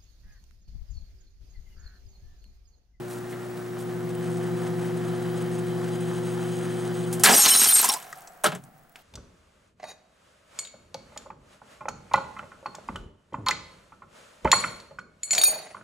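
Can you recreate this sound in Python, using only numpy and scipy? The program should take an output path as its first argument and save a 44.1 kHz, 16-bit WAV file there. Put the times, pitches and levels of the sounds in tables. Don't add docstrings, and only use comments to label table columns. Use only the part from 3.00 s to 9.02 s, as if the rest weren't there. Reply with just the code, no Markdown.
import sys
import numpy as np
from scipy import signal
from scipy.fft import rfft, irfft, next_fast_len
from scipy.io import wavfile
from scipy.ndimage import uniform_filter1d, map_coordinates

SR = 44100
rng = np.random.default_rng(int(sys.argv[2]) if len(sys.argv) > 2 else 0)


def store_pcm(level_fs):
    pcm = np.round(np.clip(level_fs, -1, 1) * 32767).astype(np.int16)
    wavfile.write(sys.argv[1], SR, np.atleast_2d(pcm).T)


def how_loud(loudness_db):
    steps = np.asarray(loudness_db, float) / 20
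    return 10 ** steps


N = 265702
T = np.arange(N) / SR
CUT_S = 4.236


def unit(x):
    return x / np.sqrt(np.mean(x ** 2) + 1e-20)


def along(points, hz):
    f, v = np.transpose(points)
    return np.interp(np.log(hz + 1), np.log(f + 1), v)


def curves(rows):
    s, *cols = np.transpose(rows)
    return [np.interp(T, s, c) for c in cols]


def wobble(rate_hz):
    coarse = T[::8]
    knots = rng.standard_normal(int(N * rate_hz / SR) + 4)
    return np.interp(T, coarse, map_coordinates(knots, [coarse * rate_hz]))


def filtered(x, response):
    n = x.shape[-1]
    m = next_fast_len(n + 8192)
    return irfft(rfft(x, m) * response(np.fft.rfftfreq(m, 1 / SR)), m)[..., :n]


def modes(table):
    def response(f):
        total = 0
        for k, (c, w, db) in enumerate(table):
            total = total + (-1) ** k * how_loud(db) * 1j * f * w / (c * c - f * f + 1j * f * w)
        return total
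    return response


def noise(spectrum, grain_db=0):
    white = rng.standard_normal(N) * how_loud(grain_db * wobble(1500))
    return unit(filtered(white, lambda hz: how_loud(along(spectrum, hz))))


def ring(rows, attack_s, longest_s):
    out, t = np.zeros(N + SR), np.arange(round(longest_s * SR)) / SR
    for s, hz, db, t60 in rows:
        tone = np.sin(2 * np.pi * hz * t)
        out[round(s * SR):][:len(t)] += how_loud(db - 60 * t / t60) * (1 - np.exp(-t / attack_s)) * tone
    return out[:N]


def scatter(x, t60_s):
    t = np.arange(SR // 8) / SR
    tail = rng.standard_normal(len(t)) * how_loud(-60 * t / t60_s)
    return signal.fftconvolve(x, tail / np.linalg.norm(tail))[:N]


# f/Hz, lead/rad
PORT_LEAD = [(90, -0.57), (600, -0.76), (1600, -0.49), (3000, -0.57), (5000, -0.1)]
# f/Hz, likeness/1
NEAR_LIKENESS = [(300, 1), (600, 0.72), (2000, 0.85), (3000, 1), (4500, 1), (8000, 0.97), (10500, 1)]
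# f/Hz, likeness/1
FAR_LIKENESS = [(90, .95), (800, .75), (3000, .2), (4500, .25), (6000, .55), (8500, .93)]


def ports(direct, scattered, likeness):
    m = next_fast_len(N + 8192)
    hz, sign = np.fft.rfftfreq(m, 1 / SR), np.array([[1], [-1]])
    turn = np.arccos(np.clip(along(likeness, hz), 0, 1)) / 2
    pair = rfft(direct, m) * np.cos(turn) + sign * rfft(scattered, m) * np.sin(turn)
    return irfft(pair * np.exp(.5j * sign * along(PORT_LEAD, hz)), m)[:, :N]


DISSOLVE_S, DISSOLVE_LENGTH_S = 0.61, 0.73
FAR_HUM_DB, FAR_FAST_DB, FAR_AIR_DB, FAN_SAG_DB_PER_S = -6, -42.5, -3, 0.5
HUM_DIES_DB_PER_S, COAST_DB_PER_S, COAST_S = 801.5, 26.5, 0.74
FAN_DROP_DB, FAN_DROP_S = 23.5, .05
AIR_LAG_S, AIR_DROP_DB, AIR_DROP_S = .04, 24.5, .07


def running():
    near = np.clip((T - DISSOLVE_S) / DISSOLVE_LENGTH_S, 0, 1)
    off = np.clip(T - CUT_S, 0, COAST_S)
    air_off = np.clip(off - AIR_LAG_S, 0, None)

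    def mix_db(far_db, share):
        return 20 * np.log10(how_loud(far_db) * (1 - share) + share)

    hum_db = mix_db(FAR_HUM_DB, near) + .6 - HUM_DIES_DB_PER_S * off
    slow_db = 20 * np.log10(1 - near + 1e-3) + 0.83 - HUM_DIES_DB_PER_S * off
    fast_db = mix_db(FAR_FAST_DB, near ** 0.8) - FAN_SAG_DB_PER_S * T
    fast_db = fast_db - FAN_DROP_DB * (1 - np.exp(-off / FAN_DROP_S)) - COAST_DB_PER_S * off
    air_db = mix_db(FAR_AIR_DB, near ** 3) - AIR_DROP_DB * (1 - np.exp(-air_off / AIR_DROP_S))
    return hum_db, slow_db, fast_db, air_db


def fan(blade_hz, blades, flutter_db):
    turn = 2 * np.pi * blade_hz * T + .3 * wobble(5)
    flutter = how_loud(flutter_db * wobble(20))
    out = np.zeros(N)
    for k, db in blades:
        out += how_loud(db) * np.roll(flutter, round(k * SR)) * np.sqrt(2) * np.sin(k * turn)
    return out


MAINS_HZ, SLOW_BLADE_HZ, FAST_BLADE_HZ = 59.99, 151, 167.8
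# multiple of mains/1, level/dB
HUM_LINES = [(1, -68.5), (2, -39), (3, -43), (4, -42.5), (6, -32), (7, -58.5), (8, -50.5), (10, -79),
             (12, -52), (14, -60)]
# multiple of blade rate/1, level/dB
SLOW_BLADES = [(1, -5), (2, -9.5), (3, -9.5), (4, -8)]
# multiple of blade rate/1, level/dB
FAST_BLADES = [(1, 0.5), (1.25, -17), (2, -13.5), (3, -11.5), (4, -20.5), (6, -29)]
# f/Hz, width/Hz, level/dB
TUBE_WHINE = [(3067, 86, 0.5), (3420, 220, -7.5), (3950, 30, -0.5), (4800, 30, -4)]
# f/Hz, density/dB
AIR_RUSH = [(30, -32), (80, -20.5), (160, -7), (290, -12.5), (420, -12), (600, -14), (780, -11),
            (950, -16.5), (1300, -15.5), (1800, -18.5), (2400, -27.5), (4500, -34.5), (10000, -34),
            (16500, -61.5)]


def oven():
    hum_db, slow_db, fast_db, air_db = running()
    hum = np.zeros(N)
    for k, db in HUM_LINES:
        hum += how_loud(db) * np.sqrt(2) * np.sin(2 * np.pi * (k * MAINS_HZ * T + rng.random()))
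    tones = how_loud(hum_db) * hum
    tones += how_loud(slow_db - 49) * fan(SLOW_BLADE_HZ, SLOW_BLADES, flutter_db=-3.5)
    tones += how_loud(fast_db - 33.5) * fan(FAST_BLADE_HZ, FAST_BLADES, flutter_db=1)

    def whine_band(f):
        return modes(TUBE_WHINE)(f) * (f / 3500) / (1 + (f / 3500) ** 2)

    whine = unit(filtered(rng.standard_normal(N), whine_band))
    tones += how_loud(fast_db - 61.5 + 2.4 * T + 1.21 * wobble(13)) * whine
    gusts = how_loud(air_db - 39.5 + 0.79 * wobble(12))
    air = ports(gusts * noise(AIR_RUSH, grain_db=2), gusts * noise(AIR_RUSH), NEAR_LIKENESS)
    return air + ports(tones, np.zeros(N), NEAR_LIKENESS) * how_loud([[.8], [-.8]])


def breeze():
    spectrum = [(15, -2), (30, 4), (70, -11.5), (120, -38.5), (200, -89)]  # f/Hz, density/dB
    return how_loud(-69.5) * np.array([how_loud(2.2 * wobble(3)) * noise(spectrum) for port in range(2)])


# t/s, duct rush/dB, hiss/dB
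DYING_LEVELS = [
    (4.9, -54.5, -42),
    (5.226, -58.5, -75),
    (5.955, -71, -66.5),
    (5.97, -70, -56.5),
]
# f/Hz, density/dB
HISS_SPECTRUM = [(1000, 7.5), (3000, 13.5), (10500, 3), (13800, 8), (14600, -1.5), (15400, -9), (16000, -3)]
# f/Hz, density/dB
FIZZ_SPECTRUM = [(15450, -70), (15600, -14), (15740, 0), (15930, -60)]


def background_hiss():
    powered = T < CUT_S
    hiss = how_loud(np.where(powered, -57, curves(DYING_LEVELS)[1] - 6.5))
    fizz = how_loud(np.where(powered, -62, -75) + 1.5 * wobble(40)) * noise(FIZZ_SPECTRUM)
    return fizz + ports(hiss * noise(HISS_SPECTRUM), hiss * noise(HISS_SPECTRUM), FAR_LIKENESS)


FLICKERS, FLICKER_S, FLICKER_DB = 28, 0.0082, -50.5
# t/s, length/s, level/dB
ARC_BURSTS = [(0.08, 0.11, -52.5), (0.1, 0.04, -47), (0.293, 0.036, -52.5), (0.57, 0.013, -50.5),
              (0.783, 0.048, -50.5), (1.149, 0.0092, -52.5), (1.223, 0.062, -52), (1.31, 0.052, -52),
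              (1.465, .014, -53), (1.563, 0.086, -55), (1.81, 0.075, -55), (2.047, 0.037, -55.5),
              (2.22, 0.012, -50.5), (2.372, 0.016, -49.5), (2.515, 0.033, -52.5), (2.665, 0.062, -57),
              (2.918, 0.019, -50.5), (3.004, 0.11, -54.5), (3.121, 0.076, -53), (3.233, 0.12, -51),
              (3.399, 0.11, -54), (3.517, .145, -52.5), (3.69, 0.19, -52.5), (3.945, 0.11, -52),
              (4.067, 0.087, -53)]
# f/Hz, density/dB
FAR_ARC = [(1200, -28.5), (2500, 0), (5000, -5), (9000, 0.5), (13000, -5), (15000, -11), (16500, -34.5)]
# f/Hz, density/dB
NEAR_ARC = [(1200, -28), (2500, 1), (5000, -8.5), (7000, -6.5), (9000, -2), (10500, -9.5), (13000, -22.5),
            (16500, -16)]
# f/Hz, width/Hz, level/dB
OVEN_CAVITY = [(6540, 200, -2), (6940, 220, -5), (8030, 200, -4), (8340, 290, 1), (9350, 310, -3.5),
               (9680, 300, -1.5)]


def arc():
    gate = np.zeros(N)
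    u = rng.random((FLICKERS, 3))
    spits = np.c_[1.04 + 3.1 * u[:, 0], FLICKER_S * (1 + 2 * u[:, 1]), FLICKER_DB + 4 * (u[:, 2] - .5)]
    for s, length, db in [*spits, *ARC_BURSTS]:
        gate[round(s * SR):round((s + length) * SR)] = how_loud(db)
    simmer = how_loud(-66.5) * np.clip(T - 1.5, 0, 2) * (T < CUT_S)
    gate = np.abs(uniform_filter1d(gate + simmer, size=260))
    hiss = noise(NEAR_ARC, grain_db=4.5)
    near_view = T > 1
    rung = unit(0.73 * hiss + 1.8 * near_view * filtered(hiss, modes(OVEN_CAVITY)))
    return gate * how_loud(0.73 * wobble(55)) * np.where(near_view, rung, noise(FAR_ARC, grain_db=3))


POP_HZ, POP_T60_S, POP_KNOCK_DB = 9200, 0.1, -10
THUD_T60_S, DULL_RINGS = 0.061, 0.14
DEBRIS_T60_S, DEBRIS_T60_S_PER_DB = .056, .0009
DEBRIS_KNOCK_DB, DEBRIS_KNOCK_HZ = -15.5, 900
# t/s, peak/dB,
# brightest f/Hz, knock/dB, knock f/Hz
CABINET_THUDS = [(.771, -45, 1500, 6, 900), (4.2573, -2.5, 4320, -3, 1750), (4.2924, -7.5, 5600, 2, 653),
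                 (4.8268, -12, 8750, -5.5, 1040), (5.4367, -19.5, 9920, 2.5, 668),
                 (5.463, -16.5, 9500, -11.5, 600), (5.4414, -8.5, 8700, -1, 1340),
                 (5.459, -11, 3420, -6.5, 546), (5.49, -43.5, 2720, 9, 600),
                 (5.5186, -34.5, 7500, 10.5, 625), (5.5493, -29.5, 8030, 0, 420),
                 (5.968, -48, 2200, -4.5, 1493), (5.99, -47.5, 2600, -14, 1300), (.325, -40, 2390, 5, 1710)]
# t/s, peak/dB, knock f/Hz
CARTRIDGES = [
    (4.127, -19.5, 430),
    (4.196, -22.5, 713),
    (4.2353, 3, 1700),
]
# t/s, peak/dB, brightest f/Hz
FALLING_DEBRIS = [(4.4591, -3, 4220), (4.796, -9, 8350), (4.8165, -20, 11000), (4.8427, -4.5, 8970),
                  (4.8887, -6.5, 9700), (4.9177, -14, 8800), (4.927, -18, 4000), (4.897, -12.5, 3500),
                  (4.9367, -10, 8300), (5.0255, -30, 8700), (5.2186, -35.5, 8030), (5.2734, -31.5, 6000),
                  (5.321, -42.5, 7290), (5.6373, -37, 8180), (5.784, -47.5, 7360), (5.958, -32, 2380),
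                  (5.959, -39, 8960), (5.127, -29.5, 6500), (5.155, -39, 5000)]


def all_blows():
    rows = []
    for s, db, knock_hz in CARTRIDGES:
        rows.append((s, db, POP_HZ, POP_T60_S, POP_KNOCK_DB, knock_hz))
    for s, db, hz, knock_db, knock_hz in CABINET_THUDS:
        rows.append((s, db, hz, THUD_T60_S * (5000 / hz) ** DULL_RINGS, knock_db, knock_hz))
    for s, db, hz in FALLING_DEBRIS:
        t60 = DEBRIS_T60_S + DEBRIS_T60_S_PER_DB * db
        rows.append((s, db, hz, t60, DEBRIS_KNOCK_DB, DEBRIS_KNOCK_HZ))
    return rows


# f/Hz, width/Hz, level/dB
PANELS = [(226, 65, 3.5), (420, 64, 2.5), (760, 203, 2.5), (1110, 120, 1), (1286, 130, 0.5), (1666, 100, 2),
          (1885, 270, -3), (3230, 1600, -7.5)]


def blows():
    out, t = np.zeros(N + SR), np.arange(SR // 5) / SR
    for s, db, hz, t60, knock_db, knock_hz in all_blows():
        def crack_band(f):
            slope = (f / (f + 0.12 * hz)) ** 2 / (1 + (f / 12500) ** 4)
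            return slope * (0.16 + modes([(hz, .4 * hz, 0)])(f))

        def panel(f):
            struck = modes(PANELS)(f) * (0.35 + modes([(knock_hz, .3 * knock_hz, 0)])(f))
            return struck + 0.44 * modes([(knock_hz, 60, 0)])(f)

        a, b = rng.standard_normal((2, len(t)))
        echo = how_loud(-20.5 - 15 * t / t60)
        decay = (how_loud(-60 * t / t60) + echo) * (1 - np.exp(-t / 0.00036))
        crack = unit(filtered(a, crack_band)) * how_loud(db - 10) * decay
        knock = filtered(b * how_loud(-60 * t / (2.3 * t60)), panel)
        out[round(s * SR):][:len(t)] += crack + how_loud(db + knock_db) * knock / np.abs(knock).max()
    return out[:N]


TICK_T60_S, TICK_NOISE = 0.003, 0.56
# t/s, peak/dB, f/Hz
CRUMB_TICKS = [(.7703, -24, 1100), (.801, -44.5, 7000), (4.972, -27, 12500), (5.001, -31.5, 9040),
               (5.044, -43.5, 13000), (5.063, -44.5, 8500), (5.066, -42.5, 11100), (5.08, -41, 10000),
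               (5.092, -44.5, 14100), (5.104, -38.5, 12500), (5.109, -43, 10000), (5.121, -42.5, 13000),
               (5.128, -33, 8060), (5.16, -42, 12000), (5.175, -34.5, 13000), (5.184, -38, 9960),
               (5.188, -38, 8450), (5.196, -44, 8000), (5.208, -34.5, 14000), (5.225, -47, 10000),
               (5.241, -46, 8530), (5.335, -46, 11000), (5.352, -52, 9900), (5.376, -47.5, 12220),
               (5.587, -50, 10800), (5.621, -53.5, 9760), (5.65, -46, 8900), (5.654, -51, 13000),
               (5.668, -53.5, 9500), (5.69, -54.5, 11000), (5.77, -56, 14600), (5.78, -51, 11500),
               (5.795, -53, 12000), (5.836, -52, 8470), (5.896, -45, 13500), (5.92, -50.5, 9500),
               (5.926, -50.5, 11000), (5.9577, -27, 2430)]
# t/s, peak/dB, f/Hz
GLASS_SNAPS = [(4.2525, -8, 5000), (4.3655, -10.5, 8240), (4.394, -13.5, 5970), (4.46, -9.5, 5000),
               (4.817, -8.5, 9000)]


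def ticks():
    out, t = np.zeros(N + SR), np.arange(SR // 100) / SR
    for s, db, hz in [*CRUMB_TICKS, *GLASS_SNAPS]:
        grit = np.diff(rng.standard_normal(len(t) + 1)) * min(hz / 10000, 1) ** 2
        click = np.sin(2 * np.pi * hz * t) + TICK_NOISE * grit
        out[round(s * SR):][:len(t)] += how_loud(db - 60 * t / TICK_T60_S) * click
    return out[:N]


HEAP_GAP_DB = -2
# t/s, length/s, level over the rain/dB
LANDING_HEAPS = [(4.335, 0.022, 1.5), (4.375, 0.027, -1), (4.44, 0.018, 3), (4.453, 0.026, 5.5),
                 (4.47, 0.03, 4.5), (4.518, 0.027, 1), (4.55, 0.016, 7), (4.595, .015, 4),
                 (4.615, .036, 8.5), (4.656, 0.024, 4), (4.688, 0.03, 0), (4.754, 0.018, 4.5),
                 (4.791, 0.015, 10.5)]


def heaps():
    db = np.where((T > 4.33) & (T < 4.82), HEAP_GAP_DB, 0.)
    for s, length, over_db in LANDING_HEAPS:
        db[round(s * SR):round((s + length) * SR)] = over_db
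    return uniform_filter1d(db, size=130)


PIECE_TONES_HZ = [3040, 3940, 4220, 5450, 5700, 6600, 7340, 8270, 8700, 9500, 11500, 11600, 12500, 13500]


def clinks():
    u = rng.random((520, 5))
    piece = (u[:, 1] ** .8 * len(PIECE_TONES_HZ)).astype(int)
    pitch_hz = np.array(PIECE_TONES_HZ)[piece] * (1 + 0.3 * (u[:, 2] - .7) * (u[:, 2] > .4))
    rows = np.c_[4.26 + .84 * u[:, 0], pitch_hz, -22 * u[:, 3], .015 + .08 * u[:, 4] ** 2]
    return how_loud(8) * ring(rows, attack_s=0.00022, longest_s=.07) / np.sqrt(8)


CRACKLE_DB = 4
HEAP_BRIGHT = 0.6
# t/s, shards/dB, panel rattle/dB, boom/dB
SHATTER_LEVELS = [
    (4.236, -0.5, -31, -30),
    (4.274, -13.5, -2, -11),
    (4.33, -14.5, -8, -3.5),
    (4.42, -13.5, -13.5, -22.5),
    (4.752, -20, -13.5, -22),
    (4.86, -20.5, -13.5, -25.5),
    (4.98, -43, -3.5, -10.5),
    (5.24, -60, -2, -15),
]
# f/Hz, density/dB
SHARD_RAIN = [(1180, -26), (2000, -14), (7010, -6.5), (8510, -5), (10200, -9.5), (12000, -14.5),
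              (15000, -13.5), (15600, -21), (16500, -77)]


def shatter():
    shards_db, rattle_db, boom_db = curves(SHATTER_LEVELS)
    live = (T > CUT_S) & (T < SHATTER_LEVELS[-1][0])
    heap_db = heaps()
    lumps = how_loud(2.8 * wobble(90) + HEAP_BRIGHT * heap_db)
    contacts = rng.standard_normal((2, N)) * how_loud(CRACKLE_DB * wobble(500) + 0.91 * wobble(45))
    panel = filtered(contacts, modes(PANELS))
    rattle = unit(filtered(panel[0], lambda f: 1 / (1 + (800 / (f + 1)) ** 6)))
    boom = unit(filtered(panel[1], lambda f: 1 / (1 + (f / 850) ** 6)))
    rain = how_loud(-7) * unit(lumps * noise(SHARD_RAIN, grain_db=CRACKLE_DB / 2))
    shaken = how_loud(0.85 * heap_db - 1.5) * (how_loud(rattle_db) * rattle + how_loud(boom_db) * boom)
    return live * how_loud(shards_db) * (rain + clinks() + shaken)


# t/s, f/Hz, level/dB, t60/s
CABINET_JOLTS = [(4.237, 50, -37.5, .06), (4.258, 70, -36, .06), (4.29, 70, -33, .1),
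                 (4.335, 50, -39.5, .1), (4.46, 120, -30, 0.058), (4.548, 95, -37.5, .06),
                 (4.668, 110, -38, 0.089), (4.293, 218, -14.5, .1)]


def jolts():
    return ring(CABINET_JOLTS, attack_s=.004, longest_s=.1)


LIGHT_STRIKES, LIGHT_FROM_S, LIGHT_FOR_S, LIGHT_DB, LIGHT_RING_S = 28, 4.36, 0.27, -31, 0.01
# t/s, f/Hz, level/dB, ring/s
STRUCK_PIECES = [(4.331, 4980, -16, 0.011), (4.342, 5790, -17, 0.022), (4.348, 3960, -32.5, 0.039),
                 (4.352, 6500, -21.5, 0.008), (4.378, 5450, -26, 0.027), (4.407, 5460, -25, 0.034),
                 (4.416, 4170, -28.5, 0.039), (4.417, 7320, -20.5, 0.022), (4.423, 6540, -17.5, 0.053),
                 (4.467, 4210, -21.5, 0.01), (4.474, 5350, -18.5, 0.013), (4.478, 6820, -23, 0.008),
                 (4.481, 3970, -21, 0.026), (4.502, 5400, -22, 0.049), (4.516, 3040, -23, 0.021),
                 (4.52, 3950, -27.5, 0.01), (4.537, 4010, -22, 0.03), (4.54, 6490, -21.5, 0.0088),
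                 (4.565, 4030, -29, 0.017), (4.583, 5450, -23.5, 0.024), (4.587, 6550, -18, 0.021),
                 (4.602, 3950, -25, 0.018), (4.653, 3980, -25.5, 0.009), (4.674, 4570, -26.5, 0.015),
                 (4.686, 3130, -25.5, 0.012), (4.697, 4020, -26, 0.018), (4.721, 3580, -25.5, 0.007),
                 (4.739, 7340, -19.5, 0.023), (4.74, 5400, -32.5, 0.05), (4.773, 6550, -28.5, 0.014),
                 (4.889, 5520, -20.5, 0.014),
                 (4.331, 9100, -23.5, 0.008), (4.342, 8200, -27.5, 0.018), (4.345, 9400, -20.5, 0.018),
               (4.356, 14750, -24.5, 0.015), (4.363, 8810, -14, 0.009), (4.364, 11390, -20.5, 0.01),
               (4.379, 11340, -20, 0.048), (4.38, 11600, -19, 0.038), (4.369, 8280, -17, 0.033),
               (4.411, 8270, -15, 0.018), (4.411, 9420, -21.5, 0.022), (4.415, 12560, -25.5, 0.016),
               (4.438, 8270, -23.5, 0.018), (4.481, 9750, -23, 0.015), (4.481, 13280, -27, 0.024),
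               (4.496, 12330, -22, 0.035), (4.503, 8780, -13, 0.022), (4.515, 8270, -17.5, 0.018),
               (4.516, 11600, -25, 0.008), (4.526, 9400, -21, 0.025), (4.534, 8740, -21, 0.018),
               (4.561, 9500, -12.5, 0.021), (4.571, 14500, -28, 0.032), (4.58, 11850, -27, 0.012),
               (4.582, 8340, -18.5, 0.053), (4.586, 9390, -20.5, 0.018), (4.593, 11500, -24, 0.05),
               (4.614, 8820, -17, 0.015), (4.622, 12400, -26.5, 0.009), (4.667, 9400, -21.5, 0.0091),
               (4.672, 11800, -21.5, 0.0202), (4.684, 8780, -19, 0.089), (4.686, 13860, -19, 0.021),
               (4.696, 10220, -23, 0.029), (4.705, 13490, -21, 0.011), (4.738, 11600, -22, 0.029),
               (4.738, 11300, -21.5, 0.031), (4.739, 8270, -13.5, 0.052), (4.739, 9430, -20, 0.018),
               (4.74, 12500, -24, 0.013), (4.762, 9460, -24.5, 0.008), (4.771, 12540, -21, 0.013),
               (4.796, 9400, -25.5, 0.01), (4.812, 12700, -22, 0.0097), (4.847, 11930, -26, 0.011),
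               (4.919, 8270, -23, 0.013), (4.921, 9470, -30.5, 0.02),
                 (4.325, 7700, -14.5, 0.0059), (4.34, 8260, -29.5, 0.099), (4.35, 6550, -29, 0.23),
                  (4.39, 8750, -19.5, .03), (4.44, 9400, -24.5, .04), (4.46, 8300, -25.5, .04),
                  (4.62, 5410, -29.5, 0.1), (4.55, 3990, -29.5, .08), (4.39, 823, -26, 0.023),
                  (4.751, 8840, -19.5, 0.047), (4.545, 8750, -24, .05), (4.63, 8750, -22, 0.031),
                  (4.635, 8250, -24.5, .03), (4.645, 9400, -21.5, .03), (4.66, 8720, -20, 0.019),
                  (4.729, 8800, -13.5, .008), (4.89, 9700, -28.5, 0.011), (4.892, 10300, -29.5, 0.011),
                  (4.92, 11400, -33, 0.013), (4.92, 15000, -36.5, 0.023), (4.935, 4950, -37.5, 0.021)]


def strikes():
    u = rng.random((LIGHT_STRIKES, 4))
    hz = np.resize(PIECE_TONES_HZ, len(u)) * (1 + .02 * (u[:, 3] - .5))
    ring_s = LIGHT_RING_S * (1 + 1.5 * u[:, 2])
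    light = np.c_[LIGHT_FROM_S + LIGHT_FOR_S * u[:, 0], hz, LIGHT_DB - 9 * u[:, 1], ring_s]
    return [*STRUCK_PIECES, *light]


def ringing_pieces():
    out = np.zeros(N)
    chatter = how_loud(3 * wobble(220))
    slip = .45 * wobble(130)
    for s, hz, db, length in strikes():
        t = np.arange(round((1.2 * length + .04) * SR)) / SR
        collision = 60 * np.clip(t - 1.2 * length, 0, None) / 0.037
        damped = how_loud(db + 2.5 - 8 * t / length - collision) * (1 - np.exp(-t / 0.00064))
        own = round(hz) * 8
        tone = np.sin(2 * np.pi * hz * t + slip[own:][:len(t)])
        at = round(s * SR)
        out[at:at + len(t)] += chatter[own:][:len(t)] * damped * tone
    return out


# f/Hz, density/dB
YARD_RUSH = [(30, -40), (150, -30.5), (220, -35), (490, -25), (650, -15.5), (740, -8.5), (850, -19.5),
             (950, -25), (1350, -20.5), (2200, -29.5), (3500, -39.5)]


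def coasting_fan():
    rush_db = curves(DYING_LEVELS)[0]
    rush = np.clip((T - 4.5) / 0.21, 0, 1) * how_loud(rush_db + 8.5 + 0.97 * wobble(34))
    return ports(rush * noise(YARD_RUSH), rush * noise(YARD_RUSH), FAR_LIKENESS)


# t/s, f/Hz, level/dB, t60/s
DOOR_TONES = [(4.828, 795, -43, 0.29), (4.842, 992, -11.5, 0.042), (4.889, 1058, -19.5, 0.071),
              (4.905, 860, -29, 0.16), (4.962, 1006, -26.5, 0.075), (5.1265, 1600, -34, 0.032),
              (5.127, 1890, -24.5, 0.023), (5.128, 1260, -27, 0.033), (5.439, 1375, -22.5, 0.073),
              (5.44, 618.6, -19.5, 0.19), (5.458, 597, -18, 0.092), (5.485, 150, -22, 0.11),
              (5.455, 343, -24.5, 0.11), (5.465, 179, -26.5, 0.11), (5.525, 631, -28.5, 0.1),
              (5.532, 178, -27, 0.25), (5.555, 137.5, -33, 0.23), (5.551, 8050, -41, 0.044),
              (5.54, 12600, -50, 0.037), (5.272, 5830, -45.5, 0.048), (5.273, 7700, -47, 0.1)]


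def door():
    return ring(DOOR_TONES, attack_s=0.0016, longest_s=.4)


# t/s, level/dB, rise/s, hold/s, t60/s
DOOR_SHUDDERS = [
    (4.898, -60.5, 0.11, 0.138, 0.71),
    (5.5, -49, .05, 0.056, 0.82),
]
# f/Hz, width/Hz, level/dB
HINGE_MODES = [(141.3, 16, -1), (177.3, 26, -8), (240, 80, -9.5)]


def shudder():
    swing = np.zeros(N)
    for s, db, rise, hold, t60 in DOOR_SHUDDERS:
        decay = how_loud(db - 60 * np.clip(T - s - rise - hold, 0, None) / t60)
        swing += decay * np.clip((T - s) / rise, 0, 1) ** 2
    shaking = filtered(rng.standard_normal(N), lambda f: modes(HINGE_MODES)(f) / (1 + (f / 300) ** 4))
    return swing * how_loud(2.4 * wobble(22)) * unit(shaking)


def late_crumbs():
    u = rng.random((55, 3))
    level_db = -44 - 14 * u[:, 2] - 8 * u[:, 0]
    rows = np.c_[5 + .95 * u[:, 0] ** 2.5, 7000 + 8000 * u[:, 1], level_db, np.full(len(u), .003)]
    return ring(rows, attack_s=.00005, longest_s=.02)


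BODY_FLOOR_HZ = 129


def scene():
    near = arc() + blows() + ticks() + shatter() + ringing_pieces() + door() + late_crumbs()
    near = filtered(near, lambda f: (1j * f / (BODY_FLOOR_HZ + 1j * f)) ** 2)
    smeared = scatter(near, t60_s=.07)
    thumps = jolts()
    close = ports(near + thumps, smeared + .6 * thumps, NEAR_LIKENESS)
    far = coasting_fan() + ports(shudder(), np.zeros(N), FAR_LIKENESS)
    return oven() + breeze() + background_hiss() + close + far


def roll_off(x):
    return signal.sosfilt(signal.butter(12, 16960, fs=SR, output="sos"), x)


TOP_HZ, GAIN_KNEE_DB, OVERLOAD = 15950, -16.5, 1.05


def record(dry):
    x = filtered(dry, lambda hz: np.where(hz < TOP_HZ, 1, how_loud(-36.5)))
    level = np.sqrt(np.abs(uniform_filter1d(np.mean(x ** 2, axis=0), size=220)))
    x = x / (1 + (level / how_loud(GAIN_KNEE_DB)) ** 4) ** (1 / 10)
    mix = x / (1 + np.abs(x / OVERLOAD) ** 4) ** (1 / 4)
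    return roll_off(mix)


dry = scene()
out = record(dry)
store_pcm(out)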